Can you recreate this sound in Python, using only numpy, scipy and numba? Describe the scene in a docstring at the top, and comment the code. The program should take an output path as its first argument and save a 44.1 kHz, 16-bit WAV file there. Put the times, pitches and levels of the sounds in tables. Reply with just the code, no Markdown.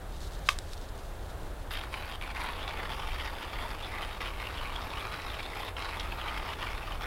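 """Wind hisses and roars in conifers and rumbles on a microphone a few metres off: coloured noises with wandering levels.
Hands rustle and tick at a small coffee mill (clicks, ringing modes), then its crank snaps into place (blows on a lid).
Turning the crank crunches beans: random cracks and noisy splinters ring the body's modes and two sliding resonances,
under a load that swells at each push, stalls now and then and bites again. A short scattered tail surrounds the mill."""
import sys
import numpy as np
from scipy import signal
from scipy.fft import rfft, irfft, next_fast_len
from scipy.io import wavfile
from scipy.ndimage import uniform_filter1d
from numba import njit

SR = 44100
rng = np.random.default_rng(int(sys.argv[2]) if len(sys.argv) > 2 else 0)


def output_pcm(signal):
    """Save a mono or channel-first signal as 16-bit PCM at the path in sys.argv[1].

    Samples are clipped to [-1, 1] before scaling.
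    """
    pcm = np.clip(np.atleast_2d(signal).T, -1, 1) * 32767
    wavfile.write(sys.argv[1], SR, np.round(pcm).astype(np.int16))


def convert_level_to_amplitude(level_db):
    """Map a level in decibels to its linear amplitude factor."""
    exponent = np.asarray(level_db, float) / 20
    return 10 ** exponent


N = 311346

# Turns of the crank, two pushes each. Each row: start in seconds, load at first push in relative dB,
# load at second push in relative dB, spectral tilt in dB per octave.
TURNS = [(1.55, -40.5, -42, 3.5), (2.0, -40.5, -42.5, 0), (2.3, -36.5, -40.5, 0.8),
         (2.685, -38.5, -40, -0.93), (3.083, -37.5, -40.5, -0.12), (3.496, -37, -41, 0),
         (3.863, -38, -42, -0.5), (4.258, -39.5, -39.5, 0.52), (4.664, -39, -38.5, -0.72),
         (5.033, -38, -39.5, -0.5), (5.423, -39, -38, 1), (5.889, -40.5, -37.5, -0.5),
         (6.253, -38, -36.5, -1), (6.673, -40.5, -38.5, -0.13), (7.03, -37, -39, -0.5),
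         (7.42, -39, -39, 0.5)]


def on_time(table, column=1):
    """A column of a curve, whose first column is seconds, at every sample."""
    rows = np.array(table)
    return np.interp(np.arange(N) / SR, rows[:, 0], rows[:, column])


def unit(x):
    """Scale to rms 1."""
    return x / np.sqrt(np.mean(x ** 2))


def colour(x, points):
    """Shape a noise by a spectrum of (Hz, dB) points."""
    size = next_fast_len(len(x))
    hz, db = np.transpose(points)
    bin_hz = np.arange(size // 2 + 1) * SR / size
    gain = convert_level_to_amplitude(np.interp(np.log(bin_hz + 1), np.log(hz), db))
    return irfft(rfft(x, size) * gain, size)[:len(x)]


def walk(rate_hz):
    """Random levels 1 / rate_hz apart, joined by smoothed slopes; rms 1."""
    k = max(int(SR / rate_hz), 2)
    steps = np.interp(np.arange(N), np.arange(N // 64) * k, rng.standard_normal(N // 64))
    return unit(uniform_filter1d(steps, k))


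@njit
def mode(x, hz, t60_s):
    """One decaying mode whose pitch may slide: a rotating complex state driven by x."""
    y, z = np.empty(len(x)), 0j
    for i in range(len(x)):
        z = z * np.exp(2j * np.pi * hz[i] / SR - np.log(1000) / (t60_s * SR)) + x[i]
        y[i] = z.imag
    return y


def ring(x, hz, t60_s):
    """A mode at a fixed or moving pitch, kept below 0.45 SR."""
    return mode(x + 1e-18, np.minimum(hz, 0.45 * SR) * np.ones(N), 1.0 * t60_s)


def blows(s, size):
    """An impulse train."""
    return np.bincount(np.clip((np.asarray(s) * SR).astype(int), 0, N - 1), size, N)


def crackle(rate_hz, spread_db, most_db):
    """Random clicks, many small and few large: times and signed sizes."""
    chance = rng.random((60000, 3))
    s = np.cumsum(-np.log(1 - chance[:, 0])) / rate_hz
    size_db = np.minimum(-spread_db * np.log(1 - chance[:, 1]), most_db)
    size = convert_level_to_amplitude(size_db) * np.sign(chance[:, 2] - 0.5)
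    return s, size * (s < N / SR)


def peaks_db(s, db, rise_s, fall_s):
    """The highest of several peaks at every sample; rise_s and fall_s are per 10 dB."""
    t, out = np.arange(N) / SR, np.full(N, -200.0)
    for at, top, rise, fall in np.broadcast(s, db, rise_s, fall_s):
        out = np.maximum(out, top - 10 * np.maximum((at - t) / rise, (t - at) / fall))
    return out


def rumble():
    """Slow wind eddies press on the membrane: low noise whose level wanders."""
    # Each row: time in seconds, level in dB.
    rumble_level = [(0, -40.5), (1.2, -40), (1.9, -41.5), (2.7, -40.5), (3.1, -38), (3.6, -41.5),
                    (4.5, -40), (5.1, -41), (5.6, -43), (6.1, -39.5), (7.06, -39)]
    # Each row: frequency in Hz, relative density in dB per Hz.
    rumble_colour = [(15, -13.5), (22, 1), (33, 2), (60, -3), (90, -7.5), (130, -23.5), (250, -50.5)]
    level_db = on_time(rumble_level) + 0.5 * walk(11)
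    return unit(colour(rng.standard_normal(N), rumble_colour)) * convert_level_to_amplitude(level_db)


def needles():
    """A distant smooth hiss that breathes with the gusts, over the deeper roar of the crowns."""
    # Each row: time in seconds, common level of hiss and roar in relative dB, extra level of the roar in relative dB.
    gust = [(0, -54, 3), (1.2, -54, 2), (2.5, -54, -3), (4, -53.5, -3.5), (5.4, -52.5, -6), (6, -54, -1),
            (7.06, -52.5, -3.5)]
    # Each row: frequency in Hz, relative density in dB per Hz.
    needle_colour = [(100, 2.5), (200, -6.5), (330, -1), (700, -0.5), (1050, -5.5), (1650, -8.5),
                     (2300, -16.5), (3500, -17), (5500, -28.5), (10000, -26.5), (16000, -32)]
    hiss = unit(colour(rng.standard_normal(N), needle_colour)) * convert_level_to_amplitude(7.5 + 0.53 * walk(6.5))
    roar_db = on_time(gust, column=2) - 2.5 + 1.5 * walk(3.95)
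    roar = unit(ring(rng.standard_normal(N), 155.2, t60_s=0.0262)) * convert_level_to_amplitude(roar_db)
    return (hiss + roar) * convert_level_to_amplitude(on_time(gust))


def side_flicker():
    """Faint coloured noise, of opposite sign in left and right, whose level flickers."""
    # Each row: frequency in Hz, relative density in dB per Hz.
    side_colour = [(35, -46), (60, -19.5), (197, -4), (632, -14.5), (897, -31.5), (1890, -40),
                   (2690, -14.5), (3640, -42), (4380, -20.5), (6670, -15), (15800, -7.5)]
    return unit(colour(rng.standard_normal(N), side_colour)) * convert_level_to_amplitude(-73.5 + 1.82 * walk(20))


def handling():
    """Fingers and loose beans shift on the mill: a rustle of tiny clicks, with dry ringing ticks on top."""
    # Each row: loudest at in seconds, level in dB, rise in seconds per 10 dB, fall in seconds per 10 dB.
    rustles = [(.13, -56.5, 0.055, 1.34), (.215, -47.5, 0.0122, 0.08), (.232, -46, 0.021, 0.0354),
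               (.34, -52, 0.053, 0.05), (.395, -58, .03, 0.1), (0.466, -46, 0.012, 0.03),
               (0.496, -43, 0.008, 0.045), (.72, -55, 0.105, 0.29), (.825, -50, 0.0154, 0.01),
               (.89, -51.5, 0.0104, 0.0153), (1.07, -59.5, .1, 0.03), (1.27, -57.5, 0.074, 0.09)]
    # Each row: frequency in Hz, relative density in dB per Hz.
    rustle_colour = [(1000, -25), (1700, -9), (2800, -4.5), (3700, 4.5), (5000, -1), (8000, -6),
                     (12000, -11.5), (16000, -28.5)]
    # Each row: time in seconds, blow level in dB, centre in Hz, treble edge in dB against the blow.
    ticks = [(.1236, -41.5, 3700, -3), (.148, -44, 3900, -10), (.2055, -38.5, 3720, 1),
             (0.3099, -41.5, 3500, -3.5), (0.3347, -39.5, 4340, 0.5), (.3925, -42.5, 5000, 2.5),
             (.588, -23, 3764, 2.5), (.6925, -45, 4800, 5), (.734, -30, 3880, -2.5),
             (0.7781, -37.5, 4280, -10), (0.8147, -40.5, 4050, 1), (0.8889, -40.5, 3700, -4),
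             (0.9787, -46, 4700, 8.5), (1.4324, -42, 3180, -0.5), (2.4387, -41, 5200, 7),
             (4.816, -36.5, 3800, -12), (5.2186, -37.5, 4200, -2.5), (5.551, -45, 4500, 5.5),
             (5.9973, -32, 3800, -7.5), (6, -25.5, 4190, -13.5), (6.002, -33.5, 3500, -14)]
    rest_db, end_s = -65, 1.68
    s, size = crackle(6000.0, spread_db=5.0, most_db=-0.5)
    level_db = np.maximum(peaks_db(*np.transpose(rustles)), rest_db) + 2.76 * walk(89.98)
    out = unit(colour(blows(s, size), rustle_colour)) * convert_level_to_amplitude(level_db) * (np.arange(N) < end_s * SR)
    for at, db, hz, edge_db in ticks:
        hit = np.convolve(blows([at], [convert_level_to_amplitude(db)]), [0.08, 0.84, 0.08], "same")
        out = out + ring(hit, hz, 0.00366)
        out = out - convert_level_to_amplitude(-2.0) * ring(hit, 1.354 * hz, 0.004)
        out = out + convert_level_to_amplitude(edge_db) * ring(hit, 7930.0, 0.0019)
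        out = out + convert_level_to_amplitude(-10.5) * ring(hit, hz / 2, 0.0038)
    return out


def trunks(x):
    """A short scattered tail from tent, ground and trunks: decaying noise after a 4 ms gap."""
    t = np.arange(SR // 4) / SR
    t60_s = 0.224
    tail = rng.standard_normal(len(t)) * np.exp(-np.log(1000) * t / t60_s) * (t > 0.004)
    return signal.fftconvolve(x, tail / np.sqrt(np.sum(tail ** 2)))[:N]


def snap():
    """The crank seats on the shaft and rebounds: quick blows ring lid and crank, which give no bass."""
    # Each row: time in seconds, blow level in dB, direction as a sign, contact in ms.
    seating = [(0.4886, -8, 1, .08), (0.4896, -22, 1, .06), (0.4907, -14, -1, .02), (0.4915, -17, -1, .02),
               (.4924, -22, 1, .04)]
    # Modes of lid and crank. Each row: frequency in Hz, level in relative dB, t60 in seconds.
    lid_modes = [(598, -13.5, 0.0133), (1089, -8.5, 0.02), (1138, -27, 0.12), (1203, -30, .12),
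                 (1470, -11.5, 0.01), (1700, -30.5, 0.005), (2310, -18, 0.0076), (2620, -5, 0.0092),
                 (3180, -4.5, 0.00684), (3700, -11, .008), (4900, -9, 0.0058), (5950, -14.5, 0.0035),
                 (7100, -16, 0.0024), (8800, -16, 0.0024), (12100, -31, .0015)]
    ms = np.arange(-30, 31) / SR * 1000
    hit = 0
    for at, db, direction, contact_ms in seating:
        push = np.exp(-0.5 * (ms / max(contact_ms / 3, 0.003)) ** 2)
        hit = hit + np.convolve(blows([at], [convert_level_to_amplitude(db) * np.sign(direction)]), push / push.sum(), "same")
    lid = 0
    for hz, db, t60_s in lid_modes:
        phase = (-1) ** (hz > 2000)  # high modes start opposite to low ones
        lid = lid + phase * convert_level_to_amplitude(db) * ring(hit, hz, t60_s)
    return signal.sosfilt(signal.butter(3, 550.0, "high", fs=SR, output="sos"), lid)


def crank():
    """Angle of the crank in turns, and the load in relative dB that swells at each push."""
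    push_at, slack_db = np.array([0.323, 0.944]), -1.3142  # place in the turn (0-1); load dip between pushes
    start, first_db, second_db, _ = np.transpose(TURNS)
    angle = np.interp(np.arange(N) / SR, start, np.arange(len(start)))
    pushes = (np.arange(len(start))[:, None] + push_at).ravel()
    strength_db = np.interp(angle, pushes, np.column_stack([first_db, second_db]).ravel())
    between = np.interp(angle, pushes, np.arange(len(pushes)))
    return angle, strength_db + slack_db * np.sin(np.pi * between) ** 2


def bite():
    """Gain of the burrs: fading into each jam, then biting again when the crank breaks free."""
    # Each row: restart in seconds, length of the jam in seconds, depth in dB, surge after it in dB, recovery in seconds.
    stalls = [(1.7072, .02, -11, 5, 0.00098), (1.9, 0.0466, -5.5, 5.5, 0.0245),
              (2.207, 0.05, -13, 3.5, 0.005), (2.345, 0.024, -10, 2, 0.002), (2.676, 0.0143, -3.5, 2, .001),
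              (2.775, 0.031, -2, 0, 0.0127), (2.892, 0.0235, -4.5, 2.5, .001),
              (3.79, 0.0376, -4, -0.5, 0.021), (4.204, 0.027, -12, 6.5, .001),
              (4.35, 0.0344, -4.5, 2.5, 0.081), (5.425, 0.0164, -5.5, 0, 0.0051),
              (5.545, 0.032, -3, 1, 0.0091), (5.765, 0.0586, -14, 1.5, 0.00102),
              (6.558, 0.019, -8, -0.5, 0.053), (6.98, 0.024, -5.5, 0.5, 0.041)]
    crank_start_s, jam_fade_s, surge_fade_s = 1.7015, 0.008, 0.083
    t, db = np.arange(N) / SR, np.zeros(N)
    ragged = 1 + 0.136 * walk(120)  # a jam never holds quite still
    for restart, length, depth_db, surge_db, recovery in stalls:
        free = np.clip((t - restart) / max(recovery, 1 / SR), 0, 1)
        jam = np.clip((t - restart + length) / jam_fade_s, 0, 1) * (1 - free)
        db = db + depth_db * jam * ragged
        db = db + surge_db * np.exp(-np.abs(t - restart) / surge_fade_s) * free
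    return convert_level_to_amplitude(db) * (t >= crank_start_s)


def chips():
    """Gain that jumps as each small chip breaks off and dies away within milliseconds; rms 1."""
    fade_s, share = 0.0022, 0.6
    s, size = crackle(260, spread_db=1.5, most_db=4.5)
    jumps = signal.lfilter([1], [1, -np.exp(-1 / (fade_s * SR))], blows(s, np.abs(size)))
    return unit(1 + share * jumps)


def flaring(rows, rest_hz, rest_db, load_db):
    """Pitch and level (dB against the load) of a resonance that leaves its rest at each flare."""
    rise_s, fall_s, glide_hz_per_s = 0.028, 0.03, -2000  # rise and fall per 10 dB
    s, db, hz = np.transpose(rows)
    t = np.arange(N) / SR
    nearest = np.searchsorted((s[1:] + s[:-1]) / 2, t)
    flare_db = peaks_db(s, db, rise_s, fall_s) - load_db
    flare_hz = hz[nearest] + glide_hz_per_s * (t - s[nearest])
    return np.where(flare_db > rest_db, flare_hz, rest_hz), np.maximum(flare_db, rest_db)


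def sliding(angle, load_db):
    """Two flaring resonances, the lower moving as the crank goes round: (Hz, dB against the load, t60 s)."""
    # Each row: time in seconds, level in relative dB, pitch at that time in Hz.
    flares = [(1.774, -43.5, 2310), (2.04, -42, 2410), (2.14, -42, 3244), (2.229, -41.5, 2288),
              (2.306, -40.5, 2350), (2.417, -40, 2160), (2.442, -40.5, 2050), (2.478, -41, 2480),
              (2.608, -41, 2976), (2.63, -38.5, 3410), (2.681, -41.5, 3500), (2.70, -42, 2360),
              (2.794, -37.5, 2104), (2.858, -40.5, 1956), (2.923, -41, 3248), (3.03, -39.5, 2996),
              (3.116, -40.5, 2350), (3.196, -37.5, 2173), (3.2, -36.5, 3180), (3.244, -40.5, 2000),
              (3.283, -40, 1980), (3.43, -40, 3094), (3.565, -40.5, 2050), (3.806, -36, 2896),
              (3.83, -39, 3470), (3.85, -40.5, 3477), (3.892, -39, 2386), (3.938, -37.5, 2050),
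              (3.964, -36, 2074), (4.03, -40, 3133), (4.109, -44.5, 2220), (4.229, -41.5, 1950),
              (4.257, -41, 2437), (4.273, -43, 3070), (4.428, -39, 2080), (4.454, -38, 2802),
              (4.585, -37.5, 3096), (4.666, -39, 2340), (4.761, -37, 3207), (4.91, -47, 3500),
              (4.978, -37, 2970), (5.01, -43, 3440), (5.045, -40, 2380), (5.14, -45.5, 2130),
              (5.299, -42.5, 3665), (5.346, -40, 3180), (5.399, -41.5, 2340), (5.441, -39, 3522),
              (5.621, -40, 3200), (5.675, -40.5, 3543), (6.003, -39.5, 3260), (6.122, -41, 3100),
              (6.212, -38.5, 3180), (6.283, -38.5, 3095), (6.287, -38.5, 2340), (6.322, -39, 2050),
              (6.366, -38.5, 2200), (6.506, -38, 2900), (6.535, -42, 3060), (6.623, -42, 3257),
              (6.685, -36, 2300), (6.87, -43, 2990), (6.922, -40.5, 3060), (7.02, -43, 3324)]
    rows = np.array(flares)
    split_hz, t60_s = 2750, 0.009
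    # lowest at 0.431 of a turn, most muffled at 0.654
    lower_hz = 2200 - 128 * np.cos(2 * np.pi * (angle - 0.431))
    lower_db = -8.5 - 2 * np.cos(2 * np.pi * (angle - 0.654))
    lower_hz, lower_db = flaring(rows[rows[:, 2] < split_hz], lower_hz, lower_db, load_db)
    upper_hz = 3220 * (1 + 0.0402 * walk(12))
    upper_db = -12 + 2.0 * walk(20)
    upper_hz, upper_db = flaring(rows[rows[:, 2] >= split_hz], upper_hz, upper_db, load_db)
    return [(lower_hz, 4.5 + lower_db, t60_s), (upper_hz, 5 + upper_db, t60_s)]


def bursts(s, size, fade_s):
    """Each event as a splinter of noise that starts at once and fades."""
    t = np.arange(SR // 40) / SR
    out = np.zeros(N + len(t))
    for at, height, noise in zip(s, size, rng.standard_normal((len(s), len(t)))):
        first = int(at * SR)
        out[first:first + len(t)] += height * noise * np.exp(-t / fade_s)
    return out[:N]


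def grit(gain):
    """Sparse bright specks of shell flying off the burrs, now higher, now lower."""
    # Each row: time in seconds, level in dB ahead of the grinding gain.
    grit_level = [(1.71, -59), (1.87, -72), (1.92, -65), (2.14, -63), (2.17, -72), (2.23, -62), (2.29, -72),
                  (2.44, -57), (2.5, -66), (3.35, -64), (3.47, -69), (3.69, -60), (3.75, -71), (4.09, -62),
                  (4.18, -75), (4.21, -63), (4.33, -66), (5.51, -65), (5.67, -60), (5.73, -71), (5.78, -65),
                  (6.78, -65), (6.79, -69), (7.06, -62)]
    s, size = crackle(700.0, spread_db=7.0, most_db=9.5)
    specks = unit(ring(blows(s, size), 10950.0 * (1 + 0.07 * walk(20)), t60_s=0.0011))
    return specks * gain * convert_level_to_amplitude(on_time(grit_level) + 1.5 * walk(40))


def mill():
    """Cracks and splits ring the body; each crack reaches every mode by its own share."""
    # Modes of the body. 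Each row: frequency in Hz, level in relative dB, t60 in seconds.
    body = [(612, -21, 0.02), (877, -1, 0.0167), (1153.7, 0, 0.01524), (1423, -4, 0.0107),
            (1857, -4.5, 0.0067), (2599, -3.5, 0.0056), (3700, -8, 0.0136), (4319, -12.5, 0.00704),
            (5000, -13, 0.0047), (5340, -26.5, 0.012), (7030, -32.5, 0.0061), (9750, -21, 0.0022),
            (11420, -24, 0.0017), (13100, -31.5, .0012)]
    # Beans heard to split. Each row: time in seconds, level in relative dB, centre in Hz.
    splits = [(1.7075, -24, 4200), (1.713, -24, 3700), (1.725, -28, 4600), (1.7365, -23, 4200),
              (1.753, -25, 4200), (1.771, -32, 2300), (1.834, -32, 2400), (1.9403, -19, 2140),
              (1.973, -26.5, 2100), (2.0229, -26, 2800), (2.2121, -28, 2260), (2.261, -29, 2300),
              (2.305, -29, 2300), (2.368, -29, 3200), (2.4187, -26, 4200), (2.4496, -24, 5000),
              (2.47, -26, 4800), (2.6776, -24, 3000), (2.7918, -26, 2100), (2.8546, -25, 3150),
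              (2.893, -23, 1800), (2.9215, -29, 3230), (2.997, -26.5, 3600), (3.185, -30, 4200),
              (3.28, -29, 2030), (3.436, -29, 3500), (3.8024, -30, 2950), (4.026, -28.5, 3130),
              (4.11, -28.5, 2800), (4.206, -24, 2600), (4.226, -25, 2100), (4.251, -28, 2200),
              (4.258, -27, 2400), (4.273, -28, 3100), (4.304, -29, 2400), (4.426, -28, 1200),
              (4.971, -27.5, 3000), (5.051, -26, 2300), (5.394, -25.5, 2330), (5.4298, -25.5, 3510),
              (5.632, -25.5, 1200), (5.7669, -25.5, 2620), (5.784, -28, 1800), (5.8, -30, 2500),
              (5.822, -19, 2800), (5.8517, -25, 3600), (5.863, -27, 3500), (5.889, -27, 2400),
              (5.909, -28, 2500), (5.947, -29, 2500), (5.997, -21, 3300), (6.007, -26, 3500),
              (6.3736, -27.5, 2330), (6.4276, -37.5, 2130), (6.5031, -27, 2950), (6.534, -25.5, 2900),
              (6.62, -29, 3220), (6.668, -27, 1800), (6.731, -29, 1100)]
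    split_most_db = -3  # the most that any mode lends to a split
    s, size = crackle(2500, spread_db=0.5, most_db=5.5)
    angle, load_db = crank()
    grind = chips() * bite()
    force = convert_level_to_amplitude(load_db) * grind
    tilt = on_time(TURNS, column=3) + 0.3 * walk(60)
    split_s, split_db, split_hz = np.transpose(splits)
    crunch, hits = 0, 0
    for hz, db, t60_s in body + sliding(angle, load_db):
        centre = np.mean(hz)
        # the grip of the turning hand shifts and damps now one mode, now another; fixed modes more
        hz = hz * (1 + (0.04 if np.isscalar(hz) else 0.015) * walk(9))
        grip_db = (1.7 if np.isscalar(db) else 0.8) * walk(45) + tilt * np.log2(centre / 1990.0)
        cracks = blows(s, size * rng.standard_normal(len(s)))
        ringing = ring(cracks * convert_level_to_amplitude(db + grip_db) * force, hz, t60_s)
        crunch = crunch + ringing / np.sqrt(np.mean(cracks ** 2) * t60_s * SR)
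        # a split rings most the modes near its own pitch
        near = convert_level_to_amplitude(split_db - 20 - 7.65 * np.abs(np.log2(centre / split_hz)))
        splinters = bursts(split_s, near, fade_s=0.0028)
        hits = hits + ring(convert_level_to_amplitude(np.minimum(db, split_most_db)) * splinters, hz, t60_s)
    return convert_level_to_amplitude(6.0) * crunch + hits + grit(grind)


def scene():
    """All sources in the middle; only a faint flicker tells left from right."""
    near = mill() + snap() + handling()
    mono = near + convert_level_to_amplitude(-16.5) * trunks(near) + needles() + rumble()
    side = side_flicker()
    return np.array([mono + side, mono - side])


def roll_off(x):
    """The treble ends steeply here."""
    return signal.sosfilt(signal.butter(12, 16830, fs=SR, output="sos"), x)


def record(dry):
    """A steep low-pass cuts off the top at 15.8 kHz."""
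    low_pass = signal.ellip(10, 0.2, 70, 15800, fs=SR, output="sos")
    mix = signal.sosfilt(low_pass, dry)
    return roll_off(mix)


dry = scene()
out = record(dry)
output_pcm(out)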